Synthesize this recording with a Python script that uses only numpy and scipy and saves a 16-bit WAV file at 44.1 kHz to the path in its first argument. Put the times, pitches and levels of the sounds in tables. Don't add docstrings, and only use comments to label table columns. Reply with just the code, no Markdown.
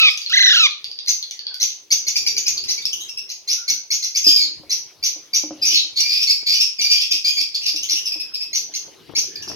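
import sys
import numpy as np
from scipy import signal
from scipy.io import wavfile
from scipy.ndimage import uniform_filter1d, minimum_filter1d

SR = 44100
rng = np.random.default_rng(int(sys.argv[2]) if len(sys.argv) > 2 else 0)


def convert_level_to_amplitude(level_db):
    exponent = np.asarray(level_db, float) / 20
    return 10 ** exponent


def dump(signal):
    limited = np.clip(np.atleast_2d(signal).T, -1, 1)
    pcm = np.round(limited * 32767).astype(np.int16)
    wavfile.write(sys.argv[1], SR, pcm)


N = 421155
PORT_GAP = 7
TURN_S = 3.42

# f/Hz, level/dB
CAGED_THROAT = [(1900, -58), (2200, 1.5), (3500, 20.5), (5000, 11), (6500, 0.5), (7500, -11.5), (9000, -17),
                (12500, -19), (15500, -23.5)]


def evened(x):
    return x / np.sqrt(np.mean(x ** 2) + 1e-20)


def read(points, hz):
    f, value = np.transpose(points)[:2]
    return np.interp(np.log(hz + 1), np.log(f + 1), value)


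def add(mix, s, sound):
    part = mix[..., round(s * SR):][..., :sound.shape[-1]]
    part += sound[..., :part.shape[-1]]


def unfold(rows):
    s, *columns = np.transpose(rows)
    t = np.arange(s[0], s[-1], 1 / SR)
    return t, [np.interp(t, s, c) for c in columns]


def wobble(count, hz):
    drift = signal.lfilter(*signal.butter(2, hz, fs=SR), rng.standard_normal(count + 400))
    return evened(drift[400:])


def highpass(x, order, hz):
    return signal.sosfilt(signal.butter(order, hz, "high", fs=SR, output="sos"), x)


def coloured(x, points):
    hz = np.linspace(0, SR / 2, 257)
    return signal.oaconvolve(x, signal.firwin2(255, hz, convert_level_to_amplitude(read(points, hz)), fs=SR), "same")


def syrinx(hz, first_db, harsh, throat, jitter, breath_db):
    count = len(hz)
    shaken_hz = hz * (1 + jitter * harsh * wobble(count, hz=461))
    turn = 2 * np.pi * np.cumsum(shaken_hz) / SR
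    partials = np.zeros(count)
    for k in range(1, 9):
        level_db = read(throat, k * hz) + first_db * (k == 1)
        partials += convert_level_to_amplitude(level_db) * (k * hz < 16000) * np.cos(k * turn)
    air = evened(coloured(rng.standard_normal(count), throat))
    pulsing = convert_level_to_amplitude(8 * harsh * wobble(count, hz=190).clip(-3, 1.3))
    return evened((evened(partials) + convert_level_to_amplitude(breath_db) * harsh * air) * pulsing)


def chick():
    # t/s, level/dB, lowest pitch f/Hz, warble height f/Hz, extra level on crests/dB
    squawks = [
        [(0, -13.5, 1290, 86, -5.5), (.06, -0.5, 1232, 30, 2), (.09, -10, 1134, 3, 3), (.102, -38, 960, 5, 0)],
        [(.3, -21.5, 1453, 5.4, -8), (.318, -22.5, 1253, 6, -3), (.33, -14, 1613, 340, -2),
         (.38, -8.5, 1562, 540, 7), (.45, -7, 1473, 530, 17.5), (.55, -10.5, 1370, 270, -1),
         (.62, -10.5, 1288, 42, -6.5), (.662, -2, 1157, 10, -2), (.676, -27, 960, 5, 10)],
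    ]
    crest_times = [0.0165, .3425]
    # f/Hz, level/dB
    narrow_throat = [(1100, -14), (1500, -0.5), (2000, 6.5), (2500, 9.5), (3000, 10), (4000, 4.5),
                     (5000, -9), (6000, -12), (7000, -22.5), (9000, -27.5), (14000, -28)]
    # f/Hz, level/dB
    open_throat = [(1100, -9), (1500, -4), (2000, 5), (2600, 3), (3900, 7), (4800, -4), (6000, -2),
                   (7300, -20), (14000, -52)]
    warble_hz, rasp_db, crack_db = 28.6, -9, 9
    out = np.zeros(N)
    for rows, crest_s, harsh, throat in zip(squawks, crest_times, (.25, .12), (narrow_throat, open_throat)):
        t, (level_db, low_hz, height_hz, crest_db) = unfold(rows)
        arch = .5 + .55 * np.tanh(.25 + 1.25 * np.cos(2 * np.pi * warble_hz * (t - crest_s)))
        top_db = crest_db * (2 * arch - 1)
        swing = height_hz / 500 * (1 - arch.clip(0, 1) ** 2)
        first_db = crack_db * swing - .31 * top_db
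        voice = syrinx(low_hz + height_hz * arch, first_db, harsh + .08 * swing, throat, .07, -41)
        voice *= convert_level_to_amplitude(-crack_db * swing)
        rasp = evened(highpass(coloured(rng.standard_normal(len(t)), narrow_throat), 6, 3300))
        add(out, t[0], convert_level_to_amplitude(level_db) * (convert_level_to_amplitude(top_db) * voice + convert_level_to_amplitude(rasp_db) * rasp))
    return highpass(out, 6, 900)


def perch(mix, s, sound):
    lag_s = rng.integers(5, PORT_GAP + 2) / SR
    add(mix[int(s > TURN_S)], s, sound)
    add(mix[int(s < TURN_S)], s + lag_s, sound)


def chirps(mix):
    # t/s, peak level/dB, second partial at start f/Hz, at end f/Hz, length/s
    jumps = [
        (1.072, -1.5, 4150, 6170, 0.048),
        (5.026, -3.5, 4700, 6000, 0.054),
        (5.331, -0.5, 4710, 5910, 0.048),
        (5.641, -1, 4650, 5850, 0.054),
        (7.886, -4, 4250, 5726, 0.0585),
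        (8.528, -5, 4346, 5925, 0.054),
    ]
    quick = [(1.599, -1, 4140, 6240, 0.041), (1.904, 1.5, 4466, 6200, 0.035),
             (2.066, -3, 4390, 6710, 0.032), (2.155, 0.5, 4693, 6890, 0.032), (2.262, 2, 4660, 6570, 0.028),
             (2.363, -2, 4710, 6530, 0.031), (2.459, 0, 4950, 6300, 0.036), (2.68, -4.5, 4100, 6030, 0.053),
             (3.289, -13, 4080, 6170, 0.038), (3.677, -0.5, 4435, 6070, 0.041),
             (3.902, -3.5, 4450, 6275, 0.059), (4.023, -5.5, 4210, 6160, 0.042),
             (4.146, -2.5, 4590, 6330, 0.047), (7.652, -6, 4200, 5000, 0.053),
             (8.736, -8.5, 4216, 6320, 0.04)]
    sweeps = [
        (3.474, -5, 4133, 6070, 0.07),
        (4.695, -5, 4080, 6180, 0.053),
        (9.149, -3.5, 4477, 6370, 0.058),
    ]
    # f/Hz, level/dB
    throat = [(1900, -6.5), (2200, 3.5), (3500, 6.5), (5000, 11.5), (6400, 6), (7500, -18), (9000, -22.5),
              (11000, -15.5), (13000, -19), (15500, -28.5)]
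    hold_s, hold_db, swell_db = .011, -5, 5
    for table, climb in ((jumps, .14), (quick, .42), (sweeps, .7)):
        for s, db, start_hz, end_hz, length in table:
            t = np.arange(0, length, 1 / SR)
            rise = np.clip((t - hold_s) / (climb * length), 0, 1) ** .5
            hz = (start_hz + (end_hz - start_hz) * rise) / 2
            first_db = -34 - 1.5 * db
            growth_db = -swell_db * np.clip(1 - t / (1.24 * length), 0, 1)
            soft_db = hold_db * np.clip((hold_s - t) / .00085, 0, 1)
            fade = np.minimum(t / .0029, 1) * np.minimum((length - t) / .01, 1)
            harsh = .5 + rng.uniform(.05, .3) * rise
            voice = syrinx(hz, first_db * rise - 1, harsh, throat, .055, -5)
            perch(mix, s, convert_level_to_amplitude(db - 11 + growth_db + soft_db) * fade * voice)


def gliding_call(mix, s, db, start_hz, length, glide, first_db, harsh, breath_db):
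    t = np.arange(0, length, 1 / SR)
    growth_db = -3 * np.clip(1 - t / (.32 * length), 0, 1)
    opening = np.minimum(t / min(.007, length / 3), 1)
    shape = convert_level_to_amplitude(1.5 + growth_db) * opening * (1 - t / length) ** .47
    hz = start_hz * (1 + glide * t / length)
    perch(mix, s, convert_level_to_amplitude(db) * shape * syrinx(hz, first_db, harsh, CAGED_THROAT, .0883, breath_db))


def chatter(mix):
    # t/s, peak level/dB, starting pitch f/Hz, length/s
    level_notes = [(2.775, -22.5, 2250, 0.015), (2.82, -28, 3570, 0.011), (2.924, -21, 3017, 0.022),
                   (3.0, -29.5, 3097, 0.034), (3.002, -33, 3770, 0.031), (3.085, -26, 2616, 0.02),
                   (3.17, -20.5, 2640, 0.02), (4.238, -15, 2590, 0.026), (4.264, -1.5, 2435, 0.022),
                   (4.296, -11.5, 2470, 0.0306), (4.36, -2, 2480, 0.0067), (4.27, -19.5, 3160, 0.054),
                   (5.615, -16, 2484, 0.046), (5.997, -11.5, 2805, 0.015), (6.03, -22, 2352, 0.087),
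                   (6.53, -23.5, 2885, 0.06), (6.294, -8.5, 2410, .02), (6.306, -11, 2653, 0.016),
                   (6.268, -15.5, 2190, 0.035), (6.415, -28, 2280, 0.0059), (6.785, -18, 2317, 0.036),
                   (6.835, -15.5, 2357, 0.048), (6.895, -14.5, 2372, .09), (7.105, -26.5, 3120, 0.036),
                   (7.24, -15, 2396, 0.079), (7.242, -30, 3170, 0.163), (7.365, -16, 2346, 0.0547),
                   (8.115, -21.5, 2497, 0.031), (8.195, -21, 2542, 0.03), (8.405, -22.5, 2545, 0.038)]
    # t/s, peak level/dB, starting pitch f/Hz, length/s
    falls = [
        (4.375, -16, 2413, 0.074),
        (4.45, -38.5, 2273, 0.038),
        (5.74, -14.5, 2210, 0.067),
        (8.052, -18.5, 2835, 0.034),
        (8.335, -19.5, 2727, 0.026),
        (9.355, -23, 2627, 0.011),
    ]
    # f/Hz, level/dB
    first_partial = [(2300, 4.5), (2550, -9), (3600, -16.5)]
    for table, glide, harsh, breath_db in ((level_notes, .0276, .38, -10), (falls, -.14, .42, -9)):
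        for s, db, start_hz, length in table:
            first_db = read(first_partial, start_hz) - .94 * max(db + 21, 0)
            gliding_call(mix, s, db, start_hz, length, glide, first_db, harsh, breath_db)


def cries(mix):
    # t/s, peak level/dB, starting pitch f/Hz, length/s
    calls = [(0, -22.5, 2330, 0.15), (2.572, -18, 2157, 0.016), (2.637, -22, 2520, 0.0115),
             (2.851, -14, 2423, 0.0131), (5.7, -18.5, 2463, 0.097), (6.085, -19, 2381, 0.16),
             (6.213, -12, 2472, 0.0334), (5.958, -17.5, 2162, 0.079), (5.69, -23, 2900, .12),
             (6.46, -17.5, 2303, 0.18), (6.6, -11.5, 2512, 0.0395), (6.81, -15, 2690, 0.0225),
             (6.89, -29, 3010, 0.19), (6.91, -13.5, 2637, 0.0236), (7.0, -19, 2475, 0.059),
             (7.105, -16.5, 2448, .065), (7.405, -12.5, 2480, 0.0142), (7.541, -18, 2200, 0.028),
             (7.607, -28.5, 2576, 0.082), (7.657, -18, 2464, 0.0354), (7.755, -21, 2600, 0.0343),
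             (7.825, -23, 2890, 0.0318), (7.9, -22, 2610, 0.0223), (7.95, -21.5, 2707, 0.047),
             (9.42, -29, 2820, 0.023), (9.475, -26.5, 2510, 0.03)]
    # length/s, level/dB
    first_partial = [(.02, -17.5), (.07, -6.5)]
    for s, db, start_hz, length in calls:
        first_db = np.interp(length, *np.transpose(first_partial))
        gliding_call(mix, s, db, start_hz, length, .12, first_db, .65, -9)


def ticks(mix):
    # t/s, peak level/dB, centre f/Hz
    snaps = [(0.175, -11.5, 5590), (0.2174, -20.5, 4320), (0.2619, -17.5, 3970), (0.297, -20, 4500),
             (0.709, -21.5, 3760), (0.8435, -20.5, 4270), (0.9148, -22, 4400), (0.9887, -19, 4450),
             (1.062, -28, 4100), (1.227, -21.5, 3910), (1.31, -14.5, 5480), (1.392, -23, 4160),
             (1.468, -18, 4200), (1.543, -19.5, 4340), (1.703, -16.5, 5850), (5.2565, -43, 5860),
             (5.5633, -43, 5810), (9.0894, -59, 3950)]
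    for s, db, hz in snaps:
        t = np.arange(0, .015, 1 / SR)
        tone = np.cos(2 * np.pi * np.cumsum(hz * (1.12 - 25 * t)) / SR)
        snap = tone + .5 * rng.standard_normal(len(t))
        perch(mix, s, convert_level_to_amplitude(db - 5) * coloured(snap * np.exp(-t / .0017), CAGED_THROAT))


def flock():
    out = np.zeros((2, N))
    chirps(out)
    chatter(out)
    cries(out)
    ticks(out)
    return highpass(out, 8, 2030)


def whistles():
    # t/s, level/dB, pitch f/Hz
    far_notes = [
        [(1.28, -50, 2800), (1.33, -43, 2100), (1.37, -50, 1800), (1.44, -54, 1620), (1.52, -47, 1546),
         (1.58, -57, 1500)],
        [(3.56, -34, 1435), (3.61, -46, 1476), (3.68, -57, 1510), (3.78, -49, 1570)],
        [(9.26, -46, 1720), (9.35, -50, 1740), (9.45, -39, 1660)],
    ]
    out = np.zeros(N)
    for rows in far_notes:
        t, (level_db, hz) = unfold(rows)
        turn = 2 * np.pi * np.cumsum(hz * (1 + .03 * wobble(len(t), hz=60))) / SR
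        level = convert_level_to_amplitude(level_db + 5 * wobble(len(t), hz=30))
        add(out, t[0], level * np.sin(turn) * signal.windows.tukey(len(t), .3))
    return out


def chair():
    # t/s, peak level/dB, brightness/dB per octave
    taps = [(4.268, -16, -5), (4.596, -37.5, -7.5), (4.635, -39.5, 19.5), (5.161, -37, 13.5),
            (5.437, -19, 5), (5.508, -17, 6.5), (5.727, -31, 4), (5.781, -42, 16), (5.848, -39, 11),
            (6.223, -58, 28), (6.429, -63, -10), (6.61, -51, 17), (6.799, -60, 1), (7.135, -32.5, -4),
            (7.404, -35, 3), (7.743, -30, 3), (7.931, -33.5, 5), (8.158, -33, 7), (8.712, -45, -4),
            (8.882, -46.5, 24)]
    # f/Hz, level/dB, time to fade by 60 dB/s
    modes = [(250, -18, .06), (311, 0, .2), (324, -13, .1), (390, -18, .06), (550, -7, .045),
             (690, -20, .045), (900, -32, .05)]
    out, t = np.zeros(N), np.arange(7000) / SR
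    for s, db, bright_db in taps:
        ring = np.zeros(len(t))
        for hz, mode_db, t60 in modes:
            level = convert_level_to_amplitude(mode_db + bright_db * np.log2(hz / 300) - 60 * t / t60)
            ring += level * np.sin(2 * np.pi * hz * rng.uniform(.99, 1.01) * t)
        thud = convert_level_to_amplitude(-12 - 60 * t / .08) * wobble(len(t), hz=574)
        add(out, s, convert_level_to_amplitude(db - 8) * np.minimum(t / .00062, 1) * (ring + thud))
    return highpass(out, 2, 150)


def fingers():
    # t/s, peak level/dB, left over right/dB, length/s
    bumps = [(6.227, -40, 23, 0.0011), (6.43, -42.5, 15, 0.0046), (6.796, -47, 22, 0.016),
             (7.379, -39.5, -1, 0.002), (9.092, -32.5, 21, 0.011), (9.121, -40, 19, 0.0054),
             (9.135, -36, 19, 0.0083), (9.176, -35, 15, 0.013), (9.24, -35.5, 7, 0.0051),
             (9.475, -36.5, 22, 0.0058), (9.499, -31, 23, 0.0073), (9.515, -26, 16, 0.004),
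             (9.531, -34.5, 20, 0.0056)]
    puffs = [
        (1.099, -49, 6, 0.015),
        (1.617, -39.5, 6.7, 0.019),
        (1.923, -42, 9.4, 0.025),
        (3.699, -41.5, 4, 0.053),
        (6.821, -51.5, 22, 0.025),
    ]
    out, t = np.zeros((2, N)), np.arange(8000) / SR
    for s, db, pan_db, length in bumps + puffs:
        fade = np.exp(-t / length) * np.minimum(4 * t / length, 1)
        knock = wobble(len(t), hz=200 + 2.1 / length) * fade
        add(out, s, convert_level_to_amplitude(db + np.array([[pan_db / 2], [-pan_db / 2]])) * knock)
    return out


def lumpy_noise(colour, same):
    frames, hz = N // 256 + 5, np.fft.rfftfreq(1024, 1 / SR)
    a, b, c, d, lumps = rng.standard_normal((frames, 513, 5), dtype=np.float32).T
    lumps = evened(uniform_filter1d(uniform_filter1d(lumps, 12, 0), 8, 1))
    left = a + 1j * b
    z = np.array([left, same * left + np.sqrt(1 - same ** 2) * (c + 1j * d)])
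    z *= convert_level_to_amplitude(read(colour, hz)[:, None] + 3.5 * lumps)
    return evened(signal.istft(z, nperseg=1024, noverlap=768)[1][:, :N])


def bed():
    # t/s, level/dB
    stir = [(0.0, -82.5), (1.91, -83.5), (2.28, -66.5), (2.42, -66.5), (3.06, -72), (3.38, -85),
            (4.23, -88), (4.49, -70.5), (4.92, -74.5), (5.45, -75), (5.61, -65.5), (5.98, -77), (7.18, -85),
            (8.03, -72.5), (8.46, -74.5), (8.7, -69), (8.83, -68), (9.55, -58.5)]
    # f/Hz, level/dB per Hz
    air_colour = [(15, -41), (25, -9), (59, -22), (92, -6.5), (124, -8), (204, -20), (400, -12.5),
                  (520, -26), (880, -120)]
    # f/Hz, level/dB per Hz
    hum_colour = [(88, -49), (150, -27), (398, -9.5), (1660, -18), (2360, -13), (3420, -14), (5050, -14),
                  (6260, -25.5), (7770, -28), (12400, -35.5), (16000, -55)]
    s, points_db = np.transpose(stir)
    stir_db = np.interp(np.arange(N) / SR, s, points_db)
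    air = lumpy_noise(air_colour, same=.3) * convert_level_to_amplitude(stir_db + 19)
    hum = lumpy_noise(hum_colour, same=.7) * convert_level_to_amplitude(-52 + .37 * (stir_db + 67.5))
    return (air + hum) * convert_level_to_amplitude(np.array([[1.5], [-1.5]]))


def shed(x):
    # f/Hz, time to fade by 60 dB/s
    fading = [(300, 0.63), (1500, 0.33), (4000, 0.35), (7000, 0.35), (12000, 0.26)]
    slots = np.arange(150, SR // 2, 20)
    at = slots + rng.integers(0, 20, len(slots))
    sign = rng.choice([-1., 1.], len(slots))
    lead = np.round(PORT_GAP * np.cos(np.pi * rng.random(len(slots)))).astype(int)
    echoes = np.zeros((2, SR // 2 + 40))
    echoes[0, at] = sign
    np.add.at(echoes[1], at + lead, sign)
    hz, t, z = signal.stft(echoes, SR, nperseg=256)
    tail = signal.istft(z * convert_level_to_amplitude(-60 * t / read(fading, hz)[:, None]), SR, nperseg=256)[1]
    return signal.oaconvolve(x[None], tail / np.linalg.norm(tail[0]), axes=1)[:, :N]


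def ports(x):
    late, turned = np.roll(x, PORT_GAP - 1), np.arange(N) > TURN_S * SR
    return np.array([np.where(turned, late, x), np.where(turned, x, late)])


def scene():
    near, caged, far, seat = chick(), flock(), convert_level_to_amplitude(-4) * whistles(), chair()
    direct = ports(near) * convert_level_to_amplitude(np.array([[-.6], [.6]]))
    direct += caged * convert_level_to_amplitude(np.array([[-2], [-3.2]])) + convert_level_to_amplitude(.5) * seat
    echoing = convert_level_to_amplitude(-15) * near + convert_level_to_amplitude(-1.5) * caged[0] + far + convert_level_to_amplitude(-6) * seat
    return direct + shed(echoing) + fingers() + bed()


def masked(x):
    hz, t, z = signal.stft(x, SR, nperseg=1024)
    power = uniform_filter1d((abs(z) ** 2).mean(0), size=12, axis=0)
    band_db = 10 * np.log10(power + 1e-16)
    keep = .5 + .5 * np.tanh((band_db - band_db.max(0) + 36) / 3)
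    return signal.istft(z * np.where(hz[:, None] > 6800, keep, 1), SR, nperseg=1024)[1][:, :N]


def top_cut(x):
    return signal.sosfilt(signal.butter(12, 16680, fs=SR, output="sos"), x)


def record(dry):
    # f/Hz, level/dB
    overall_colour = [(30, -17), (120, -8.5), (300, -2), (6800, 2), (7600, -5.5), (8400, -1.5), (9300, 2),
                      (12000, 8.5), (16000, 3)]
    hz = np.linspace(0, SR / 2, 1025)
    response = signal.firwin2(1501, hz, convert_level_to_amplitude(read(overall_colour, hz)), fs=SR)
    heard = signal.oaconvolve(dry, response[None], "same", axes=1)
    heard = heard + convert_level_to_amplitude(-67) * np.diff(rng.standard_normal((2, N + 1)))
    heard = masked(heard)
    room_left = 1 / np.maximum(np.abs(heard).max(0), 1)
    limiter = uniform_filter1d(minimum_filter1d(room_left, size=201), size=101)
    return top_cut(heard * limiter)


dry = scene()
out = record(dry)
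dump(out)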